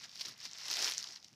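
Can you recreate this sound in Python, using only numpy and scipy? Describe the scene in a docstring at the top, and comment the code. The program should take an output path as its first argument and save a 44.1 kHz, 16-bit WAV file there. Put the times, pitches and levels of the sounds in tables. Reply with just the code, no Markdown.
"""Soft toy in a plastic bag

A soft toy in a thin plastic bag is turned over, then squeezed hard, near a small microphone in a
quiet room. The film buckles in a crowd of tiny clicks, with sharp snaps standing out as single creases
flip; the squeeze adds a lower crumple of whole folds. Fingers bump the toy softly,
and the room hums faintly and answers briefly."""
import sys
import numpy as np
from scipy import signal
from scipy.fft import rfft, irfft, next_fast_len
from scipy.io import wavfile
from scipy.ndimage import uniform_filter1d, map_coordinates

SR = 44100
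rng = np.random.default_rng(int(sys.argv[2]) if len(sys.argv) > 2 else 0)


def store_pcm(level_fs):
    """Save levels as 16-bit WAV."""
    pcm = np.round(np.clip(level_fs, -1, 1) * 32767).astype(np.int16)
    wavfile.write(sys.argv[1], SR, np.atleast_2d(pcm).T)


N = 59535
TOP_HZ = 15480  # highest click pitch, and the low-pass cutoff


def amp(db):
    """Decibels to gain."""
    return 10 ** (np.asarray(db) / 20)


def unit(x):
    """Scale to rms 1."""
    return x / np.sqrt(np.mean(x ** 2) + 1e-20)


def along(points, hz):
    """Read (f/Hz, value) points on a log frequency axis."""
    f, v = np.transpose(points)
    return np.interp(np.log(hz + 1), np.log(f + 1), v)


def coloured(x, spectrum, size=2048):
    """Minimum-phase EQ through (f/Hz, level/dB) points."""
    gain = amp(along(spectrum, np.fft.rfftfreq(size, 1 / SR)))
    cepstrum = irfft(np.log(gain))
    cepstrum[1:size // 2] *= 2
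    cepstrum[size // 2 + 1:] = 0
    return signal.fftconvolve(x, irfft(np.exp(rfft(cepstrum))))[:len(x)]


def steady(x, size=700):
    """Hold the short-term rms of x at 1, keeping its spikes."""
    power = uniform_filter1d(uniform_filter1d(x ** 2, size), size)
    return x / np.sqrt(np.abs(power) + 1e-4 * np.mean(x ** 2))


def wobble(rate):
    """A smooth random curve, rate knots a second."""
    return map_coordinates(rng.standard_normal(1000), [np.arange(N) * rate / SR], mode="wrap")


def room_tone():
    """A faint noise bed: low hum under a thin hiss."""
    # air spectrum: f/Hz, level/dB
    air_eq = [(25, -25), (60, -9), (100, -4), (135, 2), (200, 0.5), (350, -13.5), (1200, -14.5),
              (3000, -14.5), (5400, -14), (8300, -26.5), (15500, -30)]
    return amp(-71) * unit(coloured(rng.standard_normal(N), air_eq))


def room_answer(x, count=12, early_s=.014):
    """Early reflections off hands and wall, and a short tail that dies faster in the treble."""
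    # time the tail takes to fall 60 dB: f/Hz, t/s
    decay = [(200, .25), (2000, 0.19), (6000, 0.11), (15000, 0.17)]
    hz, t, noise = signal.stft(rng.standard_normal(SR // 2), SR, nperseg=256)
    tail = signal.istft(noise * amp(-60 * t / along(decay, hz)[:, None]), SR, nperseg=256)[1]
    answer = amp(-20) * np.pad(tail / np.linalg.norm(tail), (SR // 200, 0))  # 5 ms pre-delay
    for delay, polarity in rng.random((count, 2)):
        answer[int((delay + .1) * early_s * SR)] += amp(-14.5) * np.sign(polarity - .5) / np.sqrt(count)
    return signal.fftconvolve(x, answer)[:N]


def fingers():
    """Dull, soft bumps of the fingers on the padded toy."""
    # bell-shaped bumps: t/s, level/dB, width/s
    bumps = [(0.028, -69.5, 0.025), (0.177, -75.5, 0.031), (.292, -63.5, 0.025), (.46, -70, 0.027),
             (0.711, -70.5, 0.012), (0.834, -76, 0.03), (1.008, -67.5, 0.013), (1.33, -66.5, 0.012)]
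    thud_eq = [(50, -31), (120, -1), (190, -4), (320, -10.5), (900, -44)]  # f/Hz, level/dB
    t = np.arange(N) / SR
    press = sum(amp(db) * np.exp(-.5 * ((t - s) / width) ** 2) for s, db, width in bumps)
    return press * steady(coloured(rng.standard_normal(N), thud_eq))


def ping(t, hz, rise_s):
    """A facet of film rings for a few cycles under an envelope that peaks at 1."""
    u = np.maximum(t, 0) / rise_s
    return (u * np.e / 2) ** 2 * np.exp(-u) * np.sin(2 * np.pi * hz * t)


def clicks(per_s, eq, centre_hz, spread, cycles, scatter_db, size=200):
    """Random buckling clicks at a changing rate, each with its own pitch; EQ'd and levelled."""
    total = np.cumsum(per_s) / SR
    place, pitch, strength = rng.random((int(total[-1]), 3)).T
    start = np.searchsorted(total, (np.arange(len(place)) + 6 * place) % total[-1])
    hz = np.minimum(centre_hz * np.exp(spread * (2 * pitch - 1)), TOP_HZ)[:, None]
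    gain = amp(scatter_db * np.minimum(-np.log(1 - strength), 3.5))[:, None]
    grains = gain * ping(np.arange(size) / SR, hz, cycles / hz)
    train = np.bincount((start[:, None] + np.arange(size)).ravel(), grains.ravel(), N + size)[:N]
    return steady(coloured(train, eq))


def crinkle(reference_db=-45):
    """Film worked harder clicks louder, denser and fizzier over a sliding rustle; folds crumple below."""
    # how hard the film is worked: t/s, fine crinkle/dB, mid crumple/dB, low crumple/dB
    crush = [(0, -54, -59.5, -75), (0.02, -53.5, -60.5, -78), (0.045, -49, -55.5, -69),
             (0.068, -59, -66, -72), (0.12, -56, -66.5, -78), (0.18, -51, -67.5, -78.5),
             (0.204, -46, -60, -65.5), (0.215, -41, -55, -58.5), (0.232, -53, -65, -77),
             (0.255, -47, -54.5, -58.5), (0.29, -49, -58, -69), (0.325, -54, -64, -70),
             (0.352, -65, -68, -78), (0.385, -62, -68.5, -80), (0.41, -53, -60.5, -79),
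             (0.435, -48, -61.5, -71), (0.455, -44, -49.5, -62), (0.475, -51, -66, -76),
             (0.505, -55, -65, -76), (0.55, -54, -61, -72), (0.6, -49, -58, -72),
             (0.665, -45, -54.5, -64.5), (0.71, -40, -49, -55.5), (0.75, -41, -52, -62),
             (0.785, -38, -46, -51.5), (0.822, -36, -45.5, -49), (0.885, -37, -45.5, -55.5),
             (0.919, -42, -53.5, -67), (0.96, -47, -62.5, -67), (1.0, -45.5, -58.5, -73),
             (1.05, -50.5, -57, -69), (1.11, -52.5, -65, -65), (1.165, -53, -63, -83),
             (1.19, -63.5, -75.5, -74), (1.22, -64, -75, -76), (1.25, -58.5, -79, -73),
             (1.289, -68, -78, -82), (1.35, -67.5, -79.5, -82)]
    # spectra of the fine clicks and fizz, with a bright microphone resonance near 5.5 kHz: f/Hz, level/dB
    fine_mic_eq = [(300, -55.5), (1000, -19.5), (2000, -4), (3500, -9), (4500, -1.5), (5500, 2.5),
                   (6500, -5), (8200, -14), (11000, -23.5), (15500, -25.5)]
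    fizz_mic_eq = [(500, -18), (2500, 3), (5500, 9), (8300, 0), (10500, -1), (13000, 0.5), (15500, -2)]
    # spectra of the mid and low crumple: f/Hz, level/dB
    fold_eq = [(100, -44), (400, -20.5), (800, -8.5), (1300, -4), (1900, 2), (2800, 1.5), (5000, -18),
               (9000, -42)]
    deep_eq = [(40, -47), (150, -18), (270, -6.5), (450, -3), (750, 4), (1200, -2.5), (3000, -30)]
    times, *levels = np.transpose(crush)
    fine_db, mid_db, low_db = (np.interp(np.arange(N) / SR, times, db) for db in levels)
    effort_db = fine_db - reference_db
    avalanches = amp(1.5 * wobble(120))  # the film gives way in small clumps
    density = amp(.45 * effort_db)
    ticks = clicks(3000 * density, fine_mic_eq, centre_hz=4880, spread=.46, cycles=.59, scatter_db=5)
    fizz = clicks(1200 * density, fizz_mic_eq, centre_hz=10640, spread=.39, cycles=.32, scatter_db=3.5)
    folds = clicks(1900 * density, fold_eq, centre_hz=1700, spread=.71, cycles=.52, scatter_db=4.5)
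    deep = clicks(1900 * density, deep_eq, centre_hz=567, spread=.68, cycles=.31, scatter_db=4, size=400)
    rustle = unit(coloured(rng.standard_normal(N), fine_mic_eq))
    fine = amp(fine_db) * (amp(-1.5) * ticks + amp(-9) * rustle)
    fine += amp(reference_db - 18.5 + 1.37 * effort_db) * fizz  # swells faster than the ticks
    return avalanches * (fine + amp(mid_db - 2) * folds + amp(low_db - 2.5) * deep)


def snaps(size=1024, count=3, settle_s=.0027, crack_decay_s=.00022):
    """Each crease flips with a short ring and a broad crack, then settles in fading, detuned clicks."""
    # creases snapping through: t/s, level/dB, ring f/Hz, crack trim/dB, settling trim/dB
    creases = [(0.0346, -35.5, 4700, -15.5, -6), (0.0412, -33, 5540, -17, -16),
               (0.0478, -34.5, 4610, -17.5, -21), (0.0942, -38.5, 4300, -13, -5),
               (0.115, -41, 5100, -15.5, -14), (0.1573, -31.5, 4950, -14, -20),
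               (0.2101, -26.5, 3950, -10, -4.5), (0.2128, -24.5, 4470, -16, -9),
               (0.2175, -24.5, 5300, -13, -30), (0.2316, -38, 4750, 2, -22),
               (0.2513, -31.5, 4530, -8.5, -1.5), (0.2552, -28.5, 4700, -15, -4),
               (0.261, -29.5, 6040, -20, -26), (0.2843, -30.5, 4730, -6, -9), (0.2945, -36, 3800, 3, -19),
               (0.3783, -45, 4800, -5, -4), (0.4037, -33, 5150, -12.5, -11), (0.454, -25, 4800, -20, -18),
               (0.4873, -41, 5040, -20, -18), (0.5135, -33, 5470, -27, -27), (0.5332, -29, 5780, -35, -22),
               (0.5761, -34.5, 5100, -21, -24), (0.5848, -33, 5280, -11, -28),
               (0.6824, -26.5, 4240, -4, -6), (0.7011, -21.5, 5200, -24.5, -12),
               (0.709, -28.5, 4100, 3, -11), (0.7126, -20, 5347, -8, -4.5), (0.729, -23, 5083, -29, -1),
               (0.7395, -20.5, 5560, -15, -14.5), (0.7563, -28, 5610, 1, -11),
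               (0.7693, -20.5, 4270, -7.5, -6.5), (0.819, -21.5, 5100, -5, -9),
               (0.8251, -18.5, 5430, -9, -7), (0.8447, -15.5, 5380, -20.5, -10),
               (0.8509, -21.5, 5102, -22, -18), (0.8529, -27.5, 4940, -3, -22), (0.859, -25, 5706, -8, -17),
               (0.8681, -25.5, 4691, 5, -20), (0.8766, -21, 3600, -12, -6), (0.8816, -21.5, 5170, -14, -9),
               (0.898, -23, 4810, 7, -13), (0.9133, -26, 4800, 2, -27), (0.9209, -20.5, 4220, -8.5, -15),
               (0.9374, -24.5, 5400, -14, -17), (0.9806, -16, 6020, -20.5, -29),
               (0.9902, -32, 4762, -8, -10), (1.0131, -37, 4808, -14, -20), (1.0276, -25, 4790, -18, -18),
               (1.0416, -27, 4770, -13, -7), (1.0436, -34, 4710, -26, -20), (1.0712, -33, 4640, -21, -5),
               (1.0745, -31.5, 5160, -30, -11), (1.0878, -30, 5100, -26, -17), (1.109, -35, 5340, -33, -22),
               (1.123, -36, 5186, -19, -20), (1.1601, -36.5, 4705, -22, -4), (1.1715, -40, 4485, -25, -5),
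               (1.2004, -45, 5100, -13, -16), (1.2283, -39.5, 4593, -11.5, -17),
               (1.245, -37.5, 5340, -15.5, -4.5), (1.2796, -47, 5840, -8, -17),
               (1.2834, -41.5, 5593, -12, -21), (1.33, -46.5, 5250, -11, -15.5)]
    # crack spectrum: f/Hz, level/dB
    crack_eq = [(50, -62), (150, -40), (300, -19), (600, -10), (1500, -6), (3000, 1), (5500, 2.5),
                (8200, -10), (12000, -12), (15500, -15)]
    out, t = np.zeros(N + 2 * size), np.arange(size) / SR
    for s, db, hz, crack_db, settle_db in creases:
        flips = [(s, db, hz)]
        for k, (delay, detune) in enumerate(rng.random((count, 2))):
            lag_s = settle_s * (k + .7 + .6 * delay) / count
            flips.append((s + lag_s, db + settle_db + 1 - 2.3 * k, hz * (.73 + .48 * detune)))
        for start, level_db, pitch in flips:
            ring = ping(t, pitch, rise_s=.00012)
            crack = coloured(rng.standard_normal(size) * t * np.exp(-t / crack_decay_s), crack_eq)
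            flip = unit(unit(ring) + amp(crack_db + 4) * unit(crack)) * ring.std()
            out[round(start * SR):][:size] += amp(level_db - 1.3) * flip
    return out[:N]


def scene():
    """The bag and the fingers in the quiet room, in mono."""
    bag = crinkle() + snaps()
    air = room_tone()
    return (bag + room_answer(bag) + fingers() + air)[None]


def record(dry):
    """A brick-wall low-pass takes off the very top."""
    size = next_fast_len(N + SR // 2)
    hz = np.fft.rfftfreq(size, 1 / SR)
    return irfft(rfft(dry, size) / (1 + (hz / TOP_HZ) ** 200), size)[..., :N]


dry = scene()
out = record(dry)
store_pcm(out)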